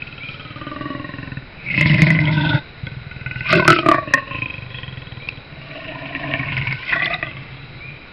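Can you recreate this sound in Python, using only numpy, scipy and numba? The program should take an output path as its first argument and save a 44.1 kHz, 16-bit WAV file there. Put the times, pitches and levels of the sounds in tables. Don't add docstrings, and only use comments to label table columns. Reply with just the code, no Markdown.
import sys
import numpy as np
from scipy import signal
from scipy.fft import rfft, irfft, next_fast_len
from scipy.io import wavfile
from scipy.ndimage import uniform_filter1d, map_coordinates
from numba import njit

SR = 44100
rng = np.random.default_rng(int(sys.argv[2]) if len(sys.argv) > 2 else 0)


def wrap_up_sound(samples):
    columns = np.atleast_2d(samples).T
    tamed = np.clip(columns, -1, 1)
    steps = np.round(tamed * 32767).astype(np.int16)
    wavfile.write(sys.argv[1], SR, steps)


N = 358265


def amp(db):
    return 10 ** (np.asarray(db) / 20)


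def unit(x):
    return x / np.sqrt(np.mean(x ** 2) + 1e-20)


def curves(rows):
    s, *cols = np.transpose(rows)
    return [np.interp(np.arange(N) / SR, s, c) for c in cols]


def wobble(rate):
    knots = rng.standard_normal(int(N * rate / SR) + 4)
    return map_coordinates(knots, [np.arange(N) * rate / SR])


def filtered(x, response):
    m = next_fast_len(N + SR // 2)
    return irfft(rfft(x, m) * response(np.fft.rfftfreq(m, 1 / SR)), m)[..., :N]


@njit
def ring(x, pole):
    out, state = np.zeros(len(x)), 0j
    for i in range(len(x)):
        state = state * pole[i] + x[i]
        out[i] = state.imag
    return out


def resonance(x, hz, width_hz, skirt=4):
    spin = np.exp(2j * np.pi * hz / SR) + np.zeros(N)
    sharp = np.exp(-np.pi * width_hz / SR)
    wide = np.exp(-np.pi * skirt * width_hz / SR)
    first = ring(x * np.sqrt(2 * (1 - sharp ** 2)), sharp * spin)
    return ring(first * 2 * (1 - wide), wide * spin)


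def trees(x, t60):
    t = np.arange(SR // 2) / SR
    tail = rng.standard_normal(len(t)) * amp(-60 * t / t60) * (t > .012)
    return signal.fftconvolve(x, tail / np.linalg.norm(tail))[:N]


# f/Hz, relative level/dB
AIR_SPECTRUM = [(20, -1), (60, 0.5), (250, -6.5), (600, -11.5), (1500, -19), (3200, -29.5), (5000, -25.5),
                (6000, -51)]
# f/Hz, width/Hz, mean level/dB
INSECT_BANDS = [(1438, 66, -52.5), (2350, 690, -42.5), (3914, 190, -50)]


def forest():
    f, db = np.transpose(AIR_SPECTRUM)
    spectrum = lambda hz: amp(np.interp(np.log(hz + 1), np.log(f), db))
    air = unit(filtered(rng.standard_normal(N), spectrum))
    swell_db = 1.3
    insects = np.zeros(N)
    for hz, width_hz, level_db in INSECT_BANDS:
        band = resonance(rng.standard_normal(N), hz, width_hz)
        insects += amp(level_db + swell_db * wobble(4.5)) * band
    return amp(-42 + 0.96 * wobble(8.0)) * air + insects


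# t/s, level before the direct and tree paths/dB
BIRD_CHIRPS = [(0.206, -31), (5.201, -36), (7.806, -33.5)]


def bird():
    out, t = np.zeros(N + SR), np.arange(round(.07 * SR)) / SR
    pitch_hz = 2490 - 270 * np.exp(-t / 0.035)
    envelope = np.sin(np.pi * t / t[-1]) ** 0.083
    note = np.sin(2 * np.pi * np.cumsum(pitch_hz) / SR) * envelope
    for s, db in BIRD_CHIRPS:
        out[round(s * SR):][:len(t)] += amp(db) * note
    return 1.07 * out[:N] + trees(out[:N], t60=0.94)


# t/s, relative level/dB, centre f/Hz
GLASS_CLICKS = [(1.7955, -10.5, 2540), (1.896, -10, 2950), (2.254, -14.5, 2980), (3.648, -7, 2560),
                (3.72, -1, 2770), (3.7878, -3.5, 2785), (5.2875, -10, 2580), (6.5762, -9.5, 2170),
                (6.725, -8, 2066), (7.045, -20, 4150), (7.0568, -7, 3150), (7.1393, -9.5, 3620)]
CRACK_DB = -3.5
CLICK_T60_S, CLICK_RISE_S = 0.023, 0.00096
CLICK_SPREAD = 0.053


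def clicks():
    out, t = np.zeros(N + SR), np.arange(SR // 20) / SR
    for s, db, hz in GLASS_CLICKS:
        spread, phase = rng.standard_normal((5, 1)), rng.random((5, 1))
        mode_hz = hz * np.exp(CLICK_SPREAD * spread)
        modes = np.sin(2 * np.pi * (mode_hz * t + phase)).sum(axis=0)
        crack = uniform_filter1d(rng.standard_normal(len(t)), size=5) * 2
        envelope = amp(db - 7 - 60 * t / CLICK_T60_S) * (1 - np.exp(-t / CLICK_RISE_S))
        out[round(s * SR):][:len(t)] += envelope * (modes + amp(CRACK_DB) * crack)
    return out[:N]


# t/s, beats so far in the run
FOLD_BEATS = [
    [(.017, 0), (.667, 12), (1.184, 23), (1.318, 26), (1.422, 28)],
    [(1.662, 0), (1.858, 5), (2.02, 9), (2.322, 16), (2.574, 22)],
    [(2.832, 0), (2.916, 2), (3.456, 13), (3.498, 14), (3.625, 19), (3.789, 25), (3.831, 26), (3.945, 30)],
    [(3.982, 0), (4.074, 2), (4.175, 5), (4.272, 7), (4.458, 12), (4.785, 20), (5.019, 25), (5.373, 32)],
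    [(5.522, 0), (5.842, 7), (6.192, 17), (6.427, 23), (6.724, 29)],
    [(6.822, 0), (7.061, 7), (7.268, 12), (7.565, 18), (7.741, 21)],
    [(7.892, 0), (7.952, 1)],
]
# t/s, extra level above the chest before rasp/dB
FOLD_SLAMS = [(0.021, 4), (1.777, 7.5), (1.81, 8.5), (1.858, 3), (2.019, 6.5), (2.068, 6), (2.104, 6),
              (2.149, 5.5), (2.189, 5), (2.273, 4), (2.868, 17), (3.112, 10.5), (3.261, 5.5), (3.311, 4.5),
              (3.527, 1.5), (3.596, 6.5), (3.624, 1), (3.678, 14.5), (3.702, 7.5), (3.728, 3.5),
              (3.762, 2.5), (3.787, 2.5), (3.83, -2.5), (3.861, 5), (3.886, 7.5), (3.914, 3.5),
              (3.944, 0.5), (4.137, 19), (4.42, 10.5), (4.458, 9), (6.15, 10.5), (6.338, 5.5), (6.521, 2.5),
              (6.568, 5.5), (6.614, 3), (6.672, 7.5), (6.71, 4.5), (7.021, 2.5), (7.227, 15), (7.268, 7),
              (7.313, 3), (7.368, 8)]


def folds():
    runs = [np.transpose(run) for run in FOLD_BEATS]
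    times = np.concatenate([np.interp(np.arange(count[-1] + 1), count, s) for s, count in runs])
    extra_db = np.zeros(len(times))
    for when, db in FOLD_SLAMS:
        k = np.argmin(np.abs(times - when))
        times[k], extra_db[k] = when, db
    return times, extra_db


STEADY_LOW, STEADY_HIGH = 1, 0.21


def eddies(burst):
    flutter = amp(9.6 * np.tanh(0.53 * wobble(40) + 0.47 * wobble(220)))
    crackle = flutter * rng.standard_normal(N)

    def breath(k):
        steady = STEADY_HIGH if 4 < k < 8 else STEADY_LOW
        return unit((steady + 0.9 * burst) * np.roll(crackle, k * N // 9))
    return breath


def fold_moan(burst, chest_hz):
    cycles = np.cumsum(chest_hz * (1 + .055 * wobble(24))) / SR
    buzz = np.diff(np.floor(cycles), prepend=0) * amp(1.2 * wobble(30))
    noise = unit((0.7 + burst) * rng.standard_normal(N))
    return 0.84 * noise + 0.39 * unit((1.1 + burst) * buzz)


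def breath_hiss(drive):
    hiss = resonance(drive, 3690, 2200, skirt=2.7)
    return filtered(hiss, lambda hz: 1 / (1 + (2200 / (hz + 1)) ** 4))


# t/s, chest level/dB, level of the resonances above it/dB
CALL_LEVELS = [
    [(0, -36, -46), (.42, -33, -48), (.75, -34.5, -35), (.95, -30.5, -34.5), (1.25, -29.5, -41.5),
     (1.4, -27.5, -46.5), (1.47, -59, -74)],
    [(1.56, -39, -53), (1.64, -33, -38.5), (1.72, -22.5, -27), (1.8, -19, -24), (1.9, -8.5, -20),
     (2.0, -13.5, -21.5), (2.2, -17, -28), (2.42, -16, -27), (2.56, -12.5, -26.5), (2.62, -56, -50)],
    [(2.8, -25, -67), (2.85, -27.5, -52.5), (3.1, -29.5, -55.5), (3.3, -27, -40), (3.42, -26.5, -32)],
    [(3.46, -30, -32), (3.53, -14.5, -17), (3.59, -16.5, -23.5), (3.63, -24, -27), (3.7, -13.5, -18.5),
     (3.76, -30, -23), (3.82, -34, -28), (3.87, -20.5, -23.5), (3.93, -32, -18), (3.99, -30, -24),
     (4.04, -33.5, -40.5)],
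    [(4.11, -31, -40), (4.17, -30.5, -24.5), (4.24, -38, -38.5), (4.34, -28, -27), (4.45, -28.5, -44),
     (4.52, -30.5, -36.5), (4.67, -32, -47.5), (4.76, -29, -36), (4.92, -32, -45.5), (5.36, -35.5, -51.5),
     (5.44, -36, -57)],
    [(5.52, -33, -51.5), (5.7, -39.5, -42), (6.0, -34.5, -38.5), (6.15, -40, -36.5), (6.33, -28, -31),
     (6.48, -23, -33), (6.73, -24, -38.5), (6.8, -36.5, -38.5)],
    [(6.85, -58.5, -38), (6.93, -25.5, -22), (6.99, -36, -30), (7.03, -32.5, -25), (7.09, -29, -27),
     (7.13, -29, -20.5), (7.19, -34, -36.5)],
    [(7.24, -35.5, -35.5), (7.34, -33, -44.5), (7.74, -36.5, -52), (7.92, -33.5, -51), (8.05, -62, -51)],
]
# t/s, chest f/Hz, throat f/Hz, upper throat f/Hz, mouth f/Hz, teeth f/Hz, lips f/Hz
TRACT_POSES = [
    [(0, 134, 253, 553, 1930, 2630, 3270), (.5, 130, 293, 580, 1940, 2660, 3210),
     (.85, 131, 304, 603, 1920, 2895, 2880), (1.47, 134, 266, 554, 1830, 2660, 3130)],
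    [(1.6, 150, 286, 610, 2300, 2500, 2880), (1.8, 160, 310, 589, 2096, 2640, 2910),
     (2.2, 152, 308, 633, 2077, 2490, 3190), (2.62, 144, 297, 607, 2030, 2630, 3750)],
    [(2.8, 126, 290, 537, 2190, 2640, 3600), (3.42, 129, 300, 586, 2076, 2554, 2730)],
    [(3.47, 150, 320, 634, 2090, 2480, 2830), (3.57, 168, 364, 598, 2150, 2620, 3330),
     (3.72, 151, 343.5, 650, 2060, 2560, 2850), (3.97, 135, 326, 656, 1850, 2360, 2890)],
    [(4.15, 133, 279, 577, 1880, 2660, 2710), (4.5, 123, 295, 531, 1930, 2554, 3260),
     (5.4, 128, 295, 492, 1980, 2690, 3400)],
    [(5.5, 148, 295, 646, 1854, 2365, 2800), (6.77, 134, 290, 686, 1853, 2190, 2610)],
    [(6.88, 147, 308, 636, 2170, 2630, 3330), (6.96, 147, 326, 676, 1910, 2520, 3460),
     (7.17, 149, 338, 705, 2030, 2550, 3530)],
    [(7.22, 146, 336, 682, 1920, 2570, 3430), (7.32, 133, 302, 606, 2070, 2640, 3250)],
]
# t/s, then level/dB of throat, upper throat, tongue,
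# palate, mouth, teeth, lips, hiss
VOICE_COLOURS = [
    [(0, -9.5, -18, -3, -24, -28, 13.5, -3.5, -5), (.3, -3, -3.5, 2.5, -7, -24.5, 6, 9.5, 4.5),
     (.65, 6.5, -5, 4.5, -3, -4, -11, -8, -10.5), (1.0, 5.5, -3.5, 1, -19, -2, -5, -20, -17),
     (1.47, 2.5, -11, -8.5, 6.5, 7.5, 1, -22, -8)],
    [(1.56, -20, -17, -56, -34, 12, 14.5, -35, -17), (1.82, -7.5, -14, -13.5, -35, -0.5, -7.5, -11, -7),
     (2.15, -1.7, -7.5, -14, -11.5, 4, -7.5, -21, -5), (2.45, 2.5, -5.5, -0.5, 1.5, -5.5, -6, -0.5, -7.5)],
    [(2.8, 0.5, 1.5, -11, 1.5, 0, -8.5, -2.5, 3), (3.2, -21, -29.5, -18.5, 5, 3, 6.5, -10, -13),
     (3.42, -14.5, -27, -16, 0, 0.5, -4, -1.5, -8)],
    [(3.47, -29, -14, 4, 2.5, -2, 6, 1, 3.5), (3.56, 7.5, 3.2, -5.5, 1, -3.5, -6.5, -26.5, -5),
     (3.66, -3, -2, 3.5, 3, -7.5, -7, -27, -14), (3.72, 4, -12, 5.5, 1, -2.5, -7.5, -15, -3),
     (3.78, -1.5, -8, -3.5, -11.5, -14.5, -0.5, -7.5, -5), (3.87, 5.5, 0.5, 6.5, -14, -11, -13, -21, -15.5),
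     (4.0, -10.5, -1.5, -1.5, -16, -2.5, -14, -31, -18.5)],
    [(4.09, 9.5, 5.5, 3.5, -31, 1, 6.5, -3.5, -3), (4.15, -12, -7, -1.5, -19, 3.5, -8, -14, -23),
     (4.45, -5.5, -9, -6, -19.5, -16.5, 7, -8, -12), (4.8, -19, -10.5, -5.5, -14.5, 0, 1, 2, -9)],
    [(5.52, -2, 2, -3.5, -4.5, -6, -2, -1, -3), (6.3, 0, -1, -2, -22, 2, -1, 1, -15),
     (6.8, -14, -20.5, -5.5, 4, -8, 7.5, 6, -4)],
    [(6.86, -16.5, -26.5, -14, -9, 3.5, 4.5, -1, 1), (6.95, -10.5, -6.5, -3.5, -3, 7, -2, -7.5, -13.5),
     (7.19, -17.5, -6.5, -12, -21, -3, -3, -25, -9)],
    [(7.26, -5, -4, -4.5, -6, -3, -3.5, -8, -11), (7.4, -6.5, -16, -5.5, -17, -0.5, 0, -4, -5.5)],
]
# t/s, tongue f/Hz, rasp (0-1)
TONGUE_RASP = [(0, 1460, 0.06), (.5, 1250, 0.1), (.9, 1135, 0.21), (1.45, 1003, 0), (1.6, 1043, 0.28),
               (2.2, 998, 0.72), (2.62, 889, 0.56), (2.8, 930, 0.08), (3.42, 877, 0.11), (3.48, 1174, 0.6),
               (3.53, 1242, 0.49), (3.64, 977, 0.1), (3.69, 1350, 0.28), (3.8, 1273, 0.24),
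               (3.95, 1160, 0.17), (4.15, 1092, 0.29), (4.5, 1030, 0.12), (5.4, 1053, 0), (5.7, 1170, 0.62),
               (5.9, 997, 0.9), (6.34, 1067, 0.9), (6.75, 1004, 0.92), (6.9, 1093, 1), (7.19, 1228, 0.18),
               (7.3, 1160, 0.7)]
TRACT_WIDTHS = [47, 41, 47.5, 27, 36, 75, 80, 108]
TRACT_SAG = [.001, 0.0022, 0.03, 0.049, 0.055, 0.066, 0.088, 0.1]
TRACT_AIR = [1.26, 1.3, 1.14, 0.92, 2.1, 1.8, 2.5, 3.6]
TRACT_WIDEN = [0.75, 0.9, 1.3, 1.9, 1.5, 1, 1.6, 3.4]
PALATE_HZ = 1505
STRAIN_DB = -19.5


def cat():
    times, extra_db = folds()
    at = np.round(times * SR).astype(int)
    period = np.minimum(np.gradient(times), .06) * SR
    chest_db, upper_db = curves(sum(CALL_LEVELS, []))
    *upper, hiss_db = upper_db + np.array(curves(sum(VOICE_COLOURS, [])))
    tongue_hz, rasp = curves(TONGUE_RASP)
    rasp = np.clip(rasp, 0, 1)
    moving = curves(sum(TRACT_POSES, []))
    tract_hz = [*moving[:3], tongue_hz, PALATE_HZ, *moving[3:]]
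    levels = [chest_db, *upper]

    now = np.arange(N) / SR
    last = np.clip(np.searchsorted(times, now) - 1, 0, None)
    since = np.abs(now - times[last])
    chance = rng.standard_normal((len(times), 18))
    rough = rasp[at]
    size_db = (1.1 + .5 * rough) * chance[:, 16]

    burst_gain = amp(0.6 * extra_db + 1.5 * chance[:, 17])[last]
    burst = burst_gain * np.exp(-since / 0.014) * (1 - np.exp(-since / 0.003))
    breath = eddies(burst)
    moan = fold_moan(burst, moving[0])
    glide = np.exp(-since / 0.0035)
    strain = 1 + amp(upper_db - STRAIN_DB)

    voice = np.zeros(N)
    tract = zip(tract_hz, TRACT_WIDTHS, levels, TRACT_SAG, TRACT_AIR, TRACT_WIDEN)
    for k, (hz, width, db, sag, air, widen) in enumerate(tract):
        share = np.clip(air * rasp, 0, .9)
        firm = (1 - share[at]) ** np.where(extra_db > 0, .6, 2.2)
        slam_db = extra_db * (k > 0) * (1 if k > 4 else 1 - rough)
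        colour_db = (1.2 + rough) * chance[:, k]
        beats = np.zeros(N)
        beats[at] = np.sqrt(period * firm) * amp(size_db + colour_db + slam_db)

        rasping = 1.03 * breath(k) + 0.52 * moan if k > 1 else moan
        drive = beats + rasping * np.sqrt(share)
        stray = (0.004 + 0.006 * rough + 0.2 * sag * rough) * chance[:, 8 + k]
        bend = 1 - sag * glide * (1 - 0.76 * rasp) + stray[last]
        width_hz = width * widen ** rasp * strain ** (k > 2)
        voice += (-1) ** k * resonance(amp(db) * drive, hz * bend, width_hz, skirt=3.44)

    hiss = breath_hiss(amp(hiss_db) * (breath(8) + 0.33 * (1 - rasp) * beats))
    return filtered(voice + hiss, lambda hz: (1j * hz / 65 / (1 + 1j * hz / 65)) ** 2)


def scene():
    background = forest() + bird()
    near = cat() + clicks()
    return (background + near + amp(-19.5) * trees(near, t60=0.25))[None]


BAND_HZ, TOP_HZ = 5500, 15690


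def record(dry):
    narrow = filtered(dry, lambda hz: 1 / (1 + (hz / BAND_HZ) ** 120))
    clipped = narrow / (1 + np.abs(narrow / .73) ** 24) ** (1 / 24)
    softened = filtered(clipped, lambda hz: 1 / (1 + (hz / 13600) ** 16))
    return filtered(softened, lambda hz: hz < TOP_HZ)


dry = scene()
out = record(dry)
wrap_up_sound(out)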